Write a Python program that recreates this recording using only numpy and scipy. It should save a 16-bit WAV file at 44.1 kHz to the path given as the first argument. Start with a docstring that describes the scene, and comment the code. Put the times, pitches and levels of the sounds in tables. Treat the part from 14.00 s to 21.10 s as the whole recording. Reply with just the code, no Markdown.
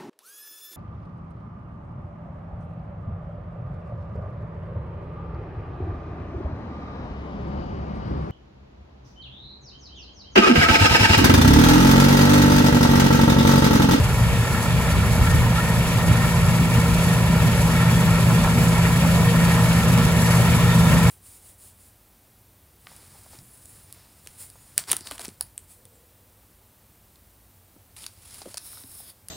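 """A combine harvester works its way slowly towards a phone held at the edge of a dry wheat field.
One diesel engine drives everything: the threshing drum drones, the straw chopper hums, the body
roars and rings, and the cutter bar swishes through the stalks about 21 times a second.
Tufts of straw snap, metal squeaks faintly, and a light breeze brushes the microphone."""
import sys
import numpy as np
from scipy import signal
from scipy.fft import rfft, irfft
from scipy.io import wavfile

SR = 44100
rng = np.random.default_rng(int(sys.argv[2]) if len(sys.argv) > 2 else 0)


def master_out(mix):
    """Clip the mix to full scale and print it as 16-bit PCM to the path in sys.argv[1]."""
    frames = np.transpose(np.atleast_2d(mix))
    ceiling = np.clip(frames, -1, 1)
    pcm = np.round(ceiling * 32767).astype(np.int16)
    wavfile.write(sys.argv[1], SR, pcm)


N = 313110
TIME = np.arange(N) / SR
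FREQ = np.maximum(np.fft.rfftfreq(N, 1 / SR), 1)


def undb(db):
    """Turn decibels into a gain, a number to multiply a sound by."""
    return 10 ** (np.asarray(db) / 20)


def unit(x):
    """Scale a signal so that its average size (rms) is 1."""
    return x / np.sqrt(np.mean(x ** 2))


def over_freq(points):
    """Join (Hz, value) points into a curve, giving every octave equal room."""
    hz, value = np.transpose(points)
    return np.interp(np.log(FREQ), np.log(hz), value)


def shape(x, gain):
    """Give each frequency its own gain, then scale the result to size 1."""
    return unit(irfft(rfft(x) * gain, N))


def resonance(hz, width_hz):
    """The gain per frequency of something that rings at one pitch."""
    return 1 / (1 + 1j * hz / width_hz * (FREQ / hz - hz / FREQ))


def noise():
    """Two unrelated noises: the part both microphone openings share and the part that differs."""
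    return rng.standard_normal((2, N))


def wander(rate_hz):
    """A smooth random curve of size 1; a higher rate makes it turn more often."""
    return shape(rng.standard_normal(N), np.exp(-(FREQ / rate_hz) ** 2) * (FREQ > 1))


def cycle(hz, crest_s, depth_db):
    """A gain that rises and falls evenly, with one peak at crest_s."""
    return undb(depth_db * np.cos(2 * np.pi * hz * (TIME - crest_s)))


def swell(peak_s, db, length_s):
    """A gain that rises and falls once, in a bell shape."""
    return undb(db) * np.exp(-.5 * ((TIME - peak_s) / length_s) ** 2)


def swells(table):
    """Add up one swell for each row of a table."""
    return sum(swell(*row) for row in table)


def fade_up(start_db, settle_s=1.12):
    """A gain that starts low and settles at 1."""
    return undb(start_db * np.exp(-TIME / settle_s))


def tone(hz, clock, flutter_db, wobble_rad):
    """One tone of a turning part; moving air makes its level and phase waver."""
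    phase = 2 * np.pi * (hz * clock + rng.random()) + wobble_rad * wander(4.0)
    return np.sqrt(2) * np.sin(phase) * unit(undb(flutter_db * wander(7.1)))


def rotor(tones, clock, wobble_rad):
    """Add up the tones of spinning parts."""
    return sum(undb(db) * tone(hz, clock, flutter_db, wobble_rad) for hz, db, flutter_db in tones)


def breeze(calm_db=-25.5, uneven_db=2.0):
    """Air brushes the microphone: a deep noise that rises in gusts, with a few soft thumps."""
    # The tone colour of the wind. Each row: frequency in Hz, relative level in dB.
    air_colour = [(15, -38), (28, -23), (40, -6), (60, 1.5), (85, 0), (110, -2), (200, -18), (500, -56)]
    # Gusts. Each row: time of the peak in seconds, level in dB, length in seconds.
    gusts = [(.24, -19, 0.12), (1.25, -21, 0.28), (2.45, -24, .1), (6.9, -25, .35)]
    # Puffs that hit the microphone. Each row: time in seconds, level in dB, length in seconds.
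    buffets = [(.98, -16.5, 0.023), (1.08, -28, 0.04), (1.35, -15.5, 0.016), (2.1, -14, 0.03)]
    strength = np.hypot(undb(calm_db), swells(gusts)) * undb(uneven_db * wander(20))
    air = strength * shape(noise(), undb(over_freq(air_colour)))
    thumps = swells(buffets) * shape(noise(), resonance(hz=80, width_hz=85) ** 2)
    return air + thumps


def squeaks(width_hz=90):
    """Metal rubs now and then and sings faintly at one pitch."""
    # Each row: time of the peak in seconds, pitch in Hz, level in dB, length in seconds.
    rubs = [(3.96, 3380, -40, .06), (6.76, 3600, -40, 0.18)]
    return sum(swell(peak_s, db, length_s) * shape(noise(), resonance(hz, width_hz) ** 2)
               for peak_s, hz, db, length_s in rubs)


def stalks(grain_db):
    """Dry stalks make countless tiny cracks, a few much louder than the rest."""
    # The tone colour of breaking straw. Each row: frequency in Hz, relative level in dB.
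    straw_colour = [(1500, -2), (3000, -6.5), (4300, -1), (5300, -0.5), (6400, -1.5), (8500, 2),
                    (10000, 2.5), (12000, -2.5), (14000, -6.5), (15500, -21)]
    cracks = noise() * undb(grain_db * np.minimum(rng.exponential(size=N), 7))
    return shape(cracks, undb(over_freq(straw_colour)))


def snaps():
    """Thicker tufts of straw break with a short crunch."""
    # Each row: time of the snap in seconds, level in dB, length in seconds.
    tufts = [(.632, -29.5, .008), (1.26, -40, .008), (1.885, -31.5, .008), (2.173, -33, 0.0091),
             (2.812, -33, .0093), (2.947, -36, .012), (5.985, -33, .008), (6.05, -32, .01),
             (6.33, -29, .03)]
    return stalks(grain_db=4.5) * swells(tufts)


def cutter(clock, stroke_hz=20.741, depth=0.28, lopsided=0.25, uneven_db=0.92):
    """The knife shears a row of stalks on each stroke; one direction cuts harder than the other."""
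    strokes = stroke_hz * clock + .044
    knife_speed = np.cos(np.pi * strokes)
    bite = knife_speed ** 4 * (1 - lopsided * knife_speed)
    return unit(stalks(grain_db=1.7) * (1 + depth * bite) * undb(uneven_db * wander(34)))


def wheat(clock, level_db=-34.0, patchy_db=0.65):
    """The turning reel feeds wheat of uneven thickness to the knife in waves."""
    thickness = undb(level_db + patchy_db * wander(6.1))
    feed = cycle(hz=1.17, crest_s=.39, depth_db=0.4)
    return thickness * feed * cutter(clock)


def panels(steady_db=-34.3, surge_db=1.66, clatter_db=1.66):
    """Straw beats on the metal panels, which ring louder while a thick wad goes through."""
    # The notes of the sheet metal. Each row: pitch in Hz, width in Hz, relative level in dB.
    notes = [(871, 76, -5.5), (983, 94, -5), (1350, 75, 0.5), (1707, 41, -5.5), (1842, 49, -.5),
             (2220, 31, -4.5), (2366, 92, -5.5), (2755, 130, -14), (3460, 200, -7.5), (4650, 130, -16.5)]
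    # Passing wads of straw. Each row: time of the peak in seconds, level in dB, length in seconds.
    wads = [(.72, -33, 0.15), (1.28, -31, 0.036), (1.62, -33.5, 0.11), (2.22, -29.5, 0.053),
            (3.82, -33, 0.055), (6.7, -35, 0.055)]
    blows = undb(clatter_db * wander(51))  # shared by all panels
    ringing = 0
    for hz, width_hz, db in notes:
        surge = undb(db + surge_db * wander(7.5))
        ringing += surge * shape(noise() * blows, resonance(hz, width_hz))
    return np.hypot(undb(steady_db), swells(wads)) * unit(ringing)


def roar(crank_hz, clock, level_db=-29.5, firing_depth=0.044, swirl_db=1.84):
    """Threshing, fans and burning fuel make a rush that throbs faintly as the engine fires."""
    # The tone colour of the rush. Each row: frequency in Hz, relative level in dB.
    roar_colour = [(150, -31), (300, -2), (430, -2), (600, 2.5), (800, -2.5), (1000, 1.5), (1400, -5.5),
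                   (1600, -7.5), (1900, -5.5), (2400, -4), (3300, -9), (4300, -16.5), (6500, -22.5),
                   (12000, -29)]
    firings = np.cos(2 * np.pi * 3 * crank_hz * clock)  # three for each turn of the engine
    spectrum = rfft(noise() * (1 + firing_depth * firings)) * undb(over_freq(roar_colour))
    octaves = np.log2(FREQ / 125)  # counted up from 125 Hz
    rush = 0
    for octave in range(8):  # swirling air lets each octave fade in and out on its own
        band = irfft(spectrum * np.maximum(1 - abs(octaves - octave), 0), N)
        rush += band * undb(swirl_db * wander(23))
    return undb(level_db) * unit(rush)


def rumble(level_db=-25.5, lurch_db=1.7):
    """The body shakes with a low, uneven chugging."""
    # The tone colour of the shaking. Each row: frequency in Hz, relative level in dB.
    rumble_colour = [(50, -30), (90, -6.5), (110, 0.5), (145, 3), (190, -0.8), (235, -3.8), (270, -9.7),
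                     (320, -22), (500, -38)]
    chug = cycle(hz=17.4, crest_s=.025, depth_db=1.5)
    shaking = fade_up(start_db=-3.5) * chug * undb(level_db + lurch_db * wander(7.3))
    return shaking * shape(noise(), undb(over_freq(rumble_colour)))


def reflection(x, echo_s=0.002215, echo_gain=0.19):
    """A surface close to the phone adds a very quick echo, weaker above 3000 Hz."""
    echo = echo_gain * np.exp(-2j * np.pi * FREQ * echo_s) / (1 + (FREQ / 3000) ** 4)
    return irfft(rfft(x) * (1 + echo), N)


def diesel(crank_hz, clock, level_db=-35.5):
    """The exhaust and engine block hum at whole multiples of the engine's turning speed."""
    # The engine's tones. Each row: multiple of the turning speed, relative level in dB.
    orders = [(6, -3.5), (7, -8.5), (12, -12), (15, -13), (16, -27), (17, -15), (18, -13), (19, -11),
              (20, -15), (24, -15), (30, -13), (36, -27), (51, -15.5)]
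    hum = sum(undb(db) * tone(order * crank_hz, clock, flutter_db=3, wobble_rad=0.43)
              for order, db in orders)
    return undb(level_db) * hum


def chopper(clock, level_db=-24.5):
    """The spinning straw chopper gives a throbbing hum."""
    # Each row: pitch in Hz at average engine speed, relative level in dB, flutter in dB.
    tones = [(82.75, -12.5, 1), (117.3, -0.7, 2.4), (119.8, -13, 2.8), (134.6, -9.5, 1.4),
             (470.3, -17, 2.6)]
    throb = cycle(hz=2.84, crest_s=.338, depth_db=2)
    return undb(level_db) * throb * rotor(tones, clock, wobble_rad=0.31)


def drum_and_chopper_overtone(clock, level_db=-22):
    """The threshing drum's drone and a faint overtone of the straw chopper swell in together."""
    # The drum's tone comes first, then the chopper's overtone.
    # Each row: pitch in Hz at average engine speed, relative level in dB, flutter in dB.
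    tones = [(168.5, 0, 0.66), (233.4, -18.5, 2)]
    return undb(level_db) * fade_up(start_db=-13.5) * rotor(tones, clock, wobble_rad=.069)


def microphones(sound):
    """Make left and right: sound reaches the phone's two openings at slightly different times."""
    # How alike the two sides are. Each row: frequency in Hz, likeness from 0 to 1.
    likeness_points = [(30, 0.82), (130, 0.86), (250, 0.94), (500, 0.94), (1300, 0.94), (2000, 0.65),
                       (2800, 0.88), (3400, 0.3), (4300, .3), (5300, 0.54), (6400, 0.25), (7500, 0.8),
                       (9100, 1), (12000, 1)]
    # How far the left side is ahead. Each row: frequency in Hz, phase in radians.
    lead_points = [(0, 0), (700, 0), (1400, -0.17), (2000, 1.4), (2800, 1.57), (3400, 2.5), (4300, 0),
                   (5400, 3), (6200, 2), (6900, 0), (9100, -3), (16000, -13)]
    # How much louder the left side is. 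Each row: frequency in Hz, level in dB.
    balance_points = [(150, 0.5), (450, -0.5), (850, -2.3), (1150, -0.7), (1400, 0), (1650, 1),
                      (2050, -1.5), (2300, 0.5), (2600, -1), (3400, 2), (4300, 2), (5000, 0), (6200, -0.8),
                      (7200, .8), (8500, 0)]
    likeness = over_freq(likeness_points)
    shared, apart = rfft(sound)
    shared = shared * np.sqrt((1 + likeness) / 2)
    apart = apart * np.sqrt((1 - likeness) / 2)
    lead = np.interp(FREQ, *np.transpose(lead_points))
    tilt = np.exp(.5j * lead) * undb(over_freq(balance_points) / 2)  # each side takes half
    return irfft(np.array([(shared + apart) * tilt, (shared - apart) / tilt]), N)


def scene(start_m=29.7, speed_m_s=1.33):
    """The tones and the knife follow the engine; the machine grows louder as it drives closer."""
    # The working engine's speed. Each row: time in seconds, turns per minute.
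    engine_speed = [(0.0, 1944.6), (1.0, 1939.5), (1.7, 1954.6), (2.3, 1958.8), (3.1, 1956.0),
                    (3.7, 1936.5), (4.4, 1953.5), (5.2, 1966.9), (6.0, 1966.2), (7.1, 1951.8)]
    rpm = np.interp(TIME, *np.transpose(engine_speed))
    crank_hz = rpm.mean() / 60
    clock = np.cumsum(rpm / rpm.mean()) / SR  # seconds that run faster when the engine does
    nearness = start_m / (start_m - speed_m_s * TIME)  # a gain, 1 at the start
    body = rumble() + reflection(roar(crank_hz, clock) + panels())
    machinery = nearness * (body + wheat(clock))
    drone = nearness * (drum_and_chopper_overtone(clock) + chopper(clock) + diesel(crank_hz, clock))
    return drone + microphones(machinery + snaps() + squeaks() + breeze())


def record(dry):
    """The phone cuts off the highest treble, above 15700 Hz."""
    low_pass = signal.ellip(10, .1, 80, 15700, fs=SR, output="sos")
    return signal.sosfilt(low_pass, dry)


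dry = scene()
out = record(dry)
master_out(out)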